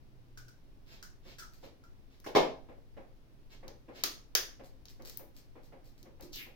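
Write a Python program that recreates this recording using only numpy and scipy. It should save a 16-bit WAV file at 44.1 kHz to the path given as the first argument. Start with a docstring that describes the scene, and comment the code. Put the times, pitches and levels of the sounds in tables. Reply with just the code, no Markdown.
"""A low hum and faint air fill a quiet, hard-walled kitchen: wavering sines and coloured noise.
Empty half shells knock with clicks and short hollow rings; fingers rub and press shell in runs of tiny slips.
Soft knocks, like footsteps, go on further off, and a cupboard door bangs shut: noise bursts and ringing modes.
Two sharp taps, short coloured bursts, then break an egg by hand over a plastic bowl, which booms softly.
Shell snaps and crackles until the halves tear apart with a rasp of slips that falls in pitch."""
import sys
import numpy as np
from scipy import signal
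from scipy.fft import rfft, irfft
from scipy.io import wavfile

SR = 44100
rng = np.random.default_rng(int(sys.argv[2]) if len(sys.argv) > 2 else 0)


def generate_wav(sig):
    """Save sig (samples, or channels by samples) to the path in sys.argv[1] as 16-bit PCM at SR."""
    pcm = np.round(np.clip(np.atleast_2d(sig).T, -1, 1) * 32767).astype(np.int16)
    wavfile.write(sys.argv[1], SR, pcm)


N = 288855
TIME = np.arange(N) / SR   # s

# All levels in the tables are relative, ahead of the mix of direct and room sound.
# Colour of skin and shell in friction. Each row: frequency in Hz, level in dB per Hz.
FRICTION_COLOUR = [(150, -15.5), (400, 2.5), (900, -8.5), (2000, -3), (5000, -5.5), (8000, -11.5),
                   (11000, -11), (14000, 3), (16000, -10.5)]


def from_db(db):
    """Decibels to gain."""
    return 10 ** (np.asarray(db) / 20)


def unit_energy(x):
    """Scale to a mean energy of one per channel."""
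    return x / np.sqrt(np.mean(np.sum(x ** 2, axis=-1)) + 1e-20)


def at_hz(points, hz):
    """Read a table on a log-frequency axis."""
    known_hz, values = np.transpose(points)
    return np.interp(np.log(np.maximum(hz, 1)), np.log(known_hz), values)


def add(track, s, sound):
    """Mix a sound into a track at a time in seconds."""
    start = round(s * SR)
    track[start:start + len(sound)] += sound[:N - start]


def through(x, response):
    """Pass a signal through an impulse response."""
    return signal.fftconvolve(np.atleast_2d(x), np.atleast_2d(response), axes=-1)[:, :N]


def response_of(colour, size=4096):
    """The causal, minimum-phase response with a given colour; energy one."""
    hz = np.arange(size // 2 + 1) * SR / size
    cepstrum = irfft(np.log(from_db(at_hz(colour, hz))))
    # folding the cepstrum onto positive time makes the response minimum-phase
    cepstrum[1:size // 2] *= 2
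    cepstrum[size // 2 + 1:] = 0
    return unit_energy(irfft(np.exp(rfft(cepstrum))))


def treble(x, gain_db, edge_hz=8000):
    """Shelve the treble up or down; half the gain in dB is reached at the edge."""
    hz = np.arange(1, 41) * SR / 80
    shelf_db = gain_db / (1 + (edge_hz / hz) ** 8)
    shelf = response_of(np.c_[hz, shelf_db], size=128)
    return signal.lfilter(shelf / shelf.sum(), [1], x)


def mode(hz, t60):
    """One second of a sine that falls 60 dB per t60 seconds; a negative t60 makes it grow."""
    t = TIME[:SR]
    return np.sin(2 * np.pi * hz * t) * np.exp(-np.log(1000) * t / t60)


def burst(length_s, colour):
    """A contact made of many tiny breaks that fades over its length; nearly even in spectrum, then coloured."""
    t = TIME[:SR // 8]
    fade = np.exp(-(t / length_s) ** 2)
    breaks = rng.standard_normal(len(t)) * fade
    # flatten the spectrum and restore the fade by turns
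    for _ in range(4):
        spectrum = rfft(breaks, 2 * len(t))
        even = irfft(spectrum / (np.abs(spectrum) + 1e-9))[:len(t)]
        breaks = even * np.sqrt(fade)
    return unit_energy(signal.fftconvolve(breaks, response_of(colour)))


def diffuse_noise(size):
    """Stereo noise arriving from all sides: its left-right likeness varies with pitch, down to none at the top."""
    # Each row: frequency in Hz, left-right correlation (-1 to 1).
    likeness = [(30, -0.13), (70, 0.82), (130, 0.47), (290, 0.67), (640, 0.24), (1400, -0.12),
                (3000, 0.018), (15000, 0)]
    mid, side = rfft(rng.standard_normal((2, size)))
    hz = np.arange(len(mid)) * SR / size
    alike = np.clip(at_hz(likeness, hz), -1, 1)
    return irfft(np.sqrt(1 + alike) * mid + np.sqrt(1 - alike) * side * [[1], [-1]], size)


def kitchen(x, build_s, early=0.51, early_s=0.0016):
    """Bowl and worktop reflect first; then the walls take over and each band dies at its own rate."""
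    # Decay of the room. Each row: frequency in Hz, time to fall by 60 dB in seconds.
    decays = [(50, 0.6), (150, 0.28), (400, 0.41), (1000, 0.36), (2700, 0.33), (6000, 0.33), (14000, 0.24)]
    t, tail = TIME[:SR * 3 // 4], 0
    field = rfft(diffuse_noise(len(t)))
    hz = np.arange(field.shape[1]) * SR / len(t)
    for k, (_, t60) in enumerate(decays):
        # overlapping bands, each fading into its neighbours
        share = at_hz([(f, j == k) for j, (f, _) in enumerate(decays)], hz)
        tail = tail + irfft(field * share, len(t)) * np.exp(-np.log(1000) * t / t60)
    onset = (1 - np.exp(-t / build_s)) * (1 + early * np.exp(-t / early_s))
    return through(x, unit_energy(tail * onset))


def near(x, left_top_db, right_top_db, lag_s=0.00021):
    """Direct sound from the hands: it reaches the right later, and each side has its own treble."""
    left = treble(x, left_top_db)
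    right = np.interp(TIME - lag_s, TIME, treble(x, right_top_db))
    return np.array([left, right])


def resonate(x, hz, boost_db, q=4.8):
    """Lift a sound around one broad resonance."""
    return x + (from_db(boost_db) - 1) * signal.lfilter(*signal.iirpeak(hz, q, fs=SR), x)


def slips(envelope, per_s, spread_db):
    """Tiny slips of uneven size come at random under an envelope; mean power one."""
    chance, weight, sign = rng.random((3, SR // 2))[:, :len(envelope)]
    size_db = spread_db * np.minimum(-np.log(1 - weight), 4)
    sizes = from_db(size_db) * np.sign(sign - .5)
    return unit_energy((chance < per_s / SR) * sizes * envelope) * np.sqrt(len(envelope))


def strokes(rows, per_s, spread_db):
    """Each stroke of the fingers is a run of slips that swells and fades."""
    track = np.zeros(N)
    for s, length_s, level_db in rows:
        envelope = np.sqrt(np.hanning(int(length_s * SR)))
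        add(track, s, from_db(level_db) * slips(envelope, per_s, spread_db))
    return track


def rasp(x, hz, rasp_db, t60):
    """Slips excite the whole shell and one broad resonance of it."""
    body = response_of(FRICTION_COLOUR)
    resonance = np.diff(mode(hz, t60)[:len(body) + 1])
    body = body + from_db(rasp_db) * unit_energy(resonance)
    return signal.fftconvolve(x, unit_energy(body))


def room_tone(air_db=-54.5, waver_db=2.5):
    """Diffuse low rumble with a faint hiss, and an appliance hum of sines wavering in level and phase."""
    # Colour of the air. Each row: frequency in Hz, level in dB per Hz.
    air_colour = [(12, -3), (20, 6.5), (36, -6), (74, -14.5), (130, -13.5), (190, -22), (330, -20),
                  (450, -26.5), (640, -29.5), (1300, -37), (2300, -39.5), (5500, -44), (7500, -53),
                  (16000, -50)]
    # Hum lines, the lowest first. Each row: frequency in Hz, level in dB about which it wavers.
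    hum_lines = [(125, -71.5), (210, -80.5), (269, -78)]
    # The lowest line swells once. Each row: time in seconds, extra level in dB.
    hum_swell = [(.15, 1), (.48, 10), (.54, -1)]
    air = unit_energy(through(diffuse_noise(N), response_of(air_colour, size=16384))) * np.sqrt(N)
    knots = np.linspace(0, TIME[-1], 40)
    lines = []
    for hz, db in hum_lines:
        swell, phase = (np.interp(TIME, knots, row) for row in rng.standard_normal((2, len(knots))))
        tone = np.sqrt(2) * np.sin(2 * np.pi * hz * TIME + 2 * phase)
        lines.append(from_db(db + waver_db * swell) * tone)
    lowest = from_db(np.interp(TIME, *np.transpose(hum_swell))) * lines[0]
    return from_db(air_db) * air + lowest + sum(lines[1:])


def shell_knocks(direct_db=-4.5, room_db=-0.5, hollow_t60_s=0.037):
    """Empty half shells knock together: a dry click, and the air in the half shell rings briefly."""
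    # Each row: start in seconds, click energy in dB, click length in seconds, hollow ring in Hz,
    # ring level in dB against the click.
    knocks = [(.374, -24, 0.0089, 1480, -2.5), (0.482, -31.5, 0.0041, 1510, -5),
              (1.027, -20.5, 0.0016, 1467, -9.5), (1.384, -20, 0.018, 1660, -11.5),
              (1.394, -20, 0.0116, 1390, -7.5), (1.423, -27.5, .02, 1330, 4), (1.838, -38, 0.0059, 1360, 6)]
    # A brief tone that swells very steeply just before 2.7 s and stops dead: start in seconds (not yet
    # heard), frequency in Hz, energy in dB, t60 in seconds (negative, so it grows).
    swelling_tone = (1.7, 652, -33, -0.1)
    knock_colour = [(300, -19), (900, -16), (1400, 7), (2500, -5), (4000, -1), (5600, 5.5), (8000, -6.5),
                    (11000, -11), (14000, -4), (16000, -6)]   # Each row: frequency in Hz, level in dB per Hz.
    track = np.zeros(N)
    for s, energy_db, length_s, hz, ring_db in knocks:
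        add(track, s, from_db(energy_db) * burst(length_s, knock_colour))
        add(track, s, from_db(energy_db + ring_db) * unit_energy(mode(hz, hollow_t60_s)))
    s, hz, energy_db, t60 = swelling_tone
    add(track, s, from_db(energy_db) * unit_energy(mode(hz, t60)))
    direct = near(track, left_top_db=-3.0, right_top_db=-1.0)
    return from_db(direct_db) * direct + from_db(room_db) * kitchen(track, build_s=0.00088)


def rubs(direct_db=-14.0, room_db=-7.0):
    """Skin slides on smooth shell: dense, fine slips and a dull swish."""
    # Each row: start in seconds, length in seconds, level in dB.
    rub_rows = [(.853, 0.13, -50), (1.225, 0.12, -49.5), (1.622, .04, -48), (2.088, .082, -61),
                (3.495, 0.057, -49.5), (3.925, 0.1, -46)]
    friction = strokes(rub_rows, per_s=1500, spread_db=4.0)
    swish = rasp(friction, hz=3400, rasp_db=-16, t60=0.0013)[:N]
    track = treble(swish, -14.0, edge_hz=7700)
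    direct = near(track, left_top_db=-3.0, right_top_db=-17.0)
    return from_db(direct_db) * direct + from_db(room_db) * kitchen(track, build_s=.003)


def steps(direct_db=-12.5, count=4, length_s=.014):
    """Dull, distant knocks, all equally blunt, mostly through the room; a few spots each have their own echoes."""
    # Each row: start in seconds, energy in dB.
    step_rows = [(1.254, -26), (1.629, -20), (2.686, -20), (2.968, -17), (3.629, -20), (3.672, -21),
                 (3.882, -17.5), (4.594, -18.5), (4.995, -21), (5.193, -21), (5.553, -22), (5.721, -21.5),
                 (6.054, -25), (6.196, -22), (6.461, -25)]
    step_colour = [(100, -22.5), (220, -4), (340, 0.5), (420, -6), (520, 5), (640, -8.5), (780, -5.5),
                   (1200, -15), (2200, -17.5), (3500, -30), (8000, -48)]   # Each row: frequency in Hz, level in dB per Hz.
    spots = np.zeros((count, N))
    for k, (s, energy_db) in enumerate(step_rows):
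        add(spots[k % count], s, from_db(energy_db) * burst(length_s, step_colour))
    echoes = sum(kitchen(spot, build_s=0.0012) for spot in spots)
    return from_db(direct_db) * spots.sum(axis=0) + echoes


def crackle(direct_db=-10.5, room_db=-7.0):
    """Fingers press shell and it crackles: sparse, uneven ticks in one broad band of the shell."""
    # Each row: start in seconds, length in seconds, level in dB.
    presses = [(1.5, 0.15, -63), (4.615, 0.056, -58), (4.87, 0.043, -55), (5.01, 0.17, -50.5),
               (5.334, 0.072, -55.5), (5.621, 0.049, -62), (5.827, 0.075, -61.5), (5.967, 0.036, -61.5),
               (6.202, 0.047, -51.5)]
    ticks = strokes(presses, per_s=260, spread_db=5.5)
    track = treble(rasp(ticks, hz=4480, rasp_db=-4.5, t60=0.0014)[:N], -1.5)
    direct = near(track, left_top_db=-0.5, right_top_db=-22.0)
    return from_db(direct_db) * direct + from_db(room_db) * kitchen(track, build_s=0.0019)


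def cracks(room_db=3.5, snap_room_db=0.0, tap_ring_db=7, snap_s=0.0014):
    """Bursts of fractures a few milliseconds long: two taps on the egg, and short snaps, which sound drier."""
    # The second tap is harder and shorter. Each row: start in seconds, energy in dB before the ring
    # is lifted, length in seconds, ring in Hz.
    tap_rows = [(4.0367, -3.26, .002, 1254), (4.3513, 1.5, 0.00087, 1620)]
    # Short, dry snaps: the first a click just before the door shuts, the rest pieces of shell.
    # Each row: start in seconds, energy in dB before the shelf, treble shelf in dB.
    snap_rows = [(2.201, -40.5, 6), (3.6802, -25.5, -4.5), (4.855, -29, -5), (4.884, -29.5, -16),
                 (5.022, -36, 0), (5.057, -29.5, 0.5), (5.097, -27.5, 5), (5.173, -30, 20.5),
                 (6.029, -35, 2), (6.209, -35, 6), (6.331, -26, -3), (6.359, -24, 4.5)]
    crack_colour = [(100, -36), (220, -28), (370, -5), (600, -7), (850, -13), (1100, -10.5), (1600, -8),
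                    (2600, -7), (4600, 0.5), (6500, -1), (8000, -18.5), (9500, -8.5), (11000, -18),
                    (13500, -3.5), (16000, -9)]   # Each row: frequency in Hz, level in dB per Hz.
    taps, snaps = np.zeros((2, N))
    for s, energy_db, length_s, hz in tap_rows:
        tap = resonate(burst(length_s, crack_colour), hz, tap_ring_db)
        add(taps, s, from_db(energy_db) * tap)
    for s, energy_db, top_db in snap_rows:
        add(snaps, s, from_db(energy_db) * treble(burst(snap_s, crack_colour), top_db))
    sent = from_db(room_db) * taps + from_db(snap_room_db) * snaps
    room = kitchen(treble(sent, -.6), build_s=0.00076, early=2.6, early_s=0.002)
    return near(taps + snaps, left_top_db=2.5, right_top_db=-6.5) + room


def door(direct_db=-13.5, room_db=-1.0):
    """The catch clicks; each hit clatters, mostly by way of the walls, and sets the cupboard ringing."""
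    # The door meets its catch, then slams and rattles. Each row: start in seconds, clatter energy in dB,
    # length in seconds, thud energy in dB, catch click energy in dB.
    hits = [(2.243, -48, 0.0015, -44, -22), (2.2622, -8.5, 0.0074, -19, -18),
            (2.3502, 8.5, 0.0028, -8.5, -21), (2.3597, 9.5, 0.0039, 7, -7.5), (2.377, 2, 0.0124, -18, -29)]
    # Modes of the cupboard. Each row: frequency in Hz, level in dB, t60 in seconds.
    cupboard = [(171, -16.5, 0.53), (262.4, -3, 0.45), (314, -8.5, 0.35), (374.6, -7, 0.4),
                (385.2, 6.5, 0.12), (400, 3.5, 0.12), (451, -0.5, 0.25), (539, -24, 0.14),
                (515.6, -9, 0.22), (574, -27, .34), (620, -19.5, 0.12), (741, -8.5, 0.39),
                (777, -6.5, 0.26), (958, -21.5, 0.28), (1056, -22.5, 0.2), (1300, -13, 0.09),
                (2155, -7.5, 0.31), (2220, -24, 0.235)]
    # Colours of clatter and catch. 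Each row: frequency in Hz, level in dB per Hz.
    door_colour = [(30, -6.5), (80, -22), (150, -5), (200, -7), (280, -1), (470, 4), (650, 2.5), (1000, -2),
                   (1400, -14), (2300, -10), (4500, -17), (6500, -25), (8200, -40.5), (11000, -46),
                   (14000, -31.5), (16000, -65)]
    catch_colour = [(300, -33), (900, -3), (1400, 7.5), (2500, -3), (3500, -16), (5500, -2.5),
                    (8000, -16.5), (11000, -15), (14000, -12.5), (16000, -13)]
    clatter, thud = np.zeros((2, N))
    # neighbouring modes start with opposite signs
    modes = [(-1) ** k * from_db(db) * mode(hz, t60) for k, (hz, db, t60) in enumerate(cupboard)]
    ring = unit_energy(sum(modes))
    for s, clatter_db, length_s, thud_db, click_db in hits:
        add(clatter, s, from_db(clatter_db) * burst(length_s, door_colour))
        add(clatter, s, from_db(click_db) * burst(length_s, catch_colour))
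        add(thud, s, from_db(thud_db) * ring)
    return thud + from_db(direct_db) * clatter + from_db(room_db) * kitchen(clatter, build_s=0.001043)


def bowl(direct_db=-14.5, room_db=-7.5):
    """The hand bumps the bowl, and soft plastic answers with a low, short boom."""
    # Each row: start in seconds, energy in dB, length in seconds.
    bumps = [(4.032, -12.5, 0.0029), (6.022, -20.5, .01), (6.214, -17.5, .037), (6.238, -13, 0.012),
             (6.349, -19, 0.061)]
    bowl_colour = [(100, -13), (220, -7.5), (290, 0.5), (350, 1.5), (430, -12.5), (560, -19), (760, -30),
                   (1100, -29.5), (4000, -49)]   # Each row: frequency in Hz, level in dB per Hz.
    track = np.zeros(N)
    for s, energy_db, length_s in bumps:
        add(track, s, from_db(energy_db) * burst(length_s, bowl_colour))
    return from_db(direct_db) * track + from_db(room_db) * kitchen(track, build_s=0.0024)


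def tear(direct_db=-10.5, room_db=-3.5, q=1.5, hiss_db=-2.5, hiss_hz=3500, count=8):
    """The halves part: slips ring at a pitch that sinks in steps as the gap widens, over a thin hiss."""
    start_s, level_db, swell_db = 6.322, -49, 3
    attack_s, hold_s, release_s = 0.0023, 0.066, 0.028
    closed_hz, open_hz, opening_s = 5600, 2410, .076
    t = TIME[:SR // 4]
    envelope = np.minimum(t / attack_s, 1) * np.exp(-np.maximum(t - hold_s, 0) / release_s)
    # the rasp swells until the halves part
    envelope = envelope * from_db(swell_db * np.minimum(t / hold_s, 1))
    run = from_db(level_db) * slips(envelope, per_s=890, spread_db=3.0)
    stage = np.round(np.minimum(t / opening_s, 1) * (count - 1))
    track = np.zeros(N)
    for k, hz in enumerate(np.geomspace(closed_hz, open_hz, count)):
        peak = signal.iirpeak(hz, q, fs=SR)
        ring = signal.lfilter(*peak, signal.lfilter(*peak, signal.unit_impulse(len(t))))
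        add(track, start_s, signal.fftconvolve(run * (stage == k), unit_energy(ring)))
    high_pass = signal.butter(2, hiss_hz, "high", fs=SR, output="sos")
    hiss = signal.sosfilt(high_pass, response_of(FRICTION_COLOUR))
    add(track, start_s, from_db(hiss_db) * signal.fftconvolve(run, unit_energy(hiss)))
    direct = near(track, left_top_db=-6.0, right_top_db=-15.0)
    return from_db(direct_db) * direct + from_db(room_db) * kitchen(track, build_s=.003)


def scene():
    """Hands at the bowl, the kitchen behind them."""
    background = room_tone() + steps() + door()
    hands = shell_knocks() + rubs() + crackle() + cracks() + bowl() + tear()
    return background + hands


def record(dry):
    """Brighten the left, dull the right, and cut the top steeply."""
    sides = np.array([treble(dry[0], 2.1), treble(dry[1], -4.0)])
    cutoff_hz = 16200
    low_pass = signal.ellip(10, .2, 80, cutoff_hz, fs=SR, output="sos")
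    return signal.sosfilt(low_pass, sides)


dry = scene()
out = record(dry)
generate_wav(out)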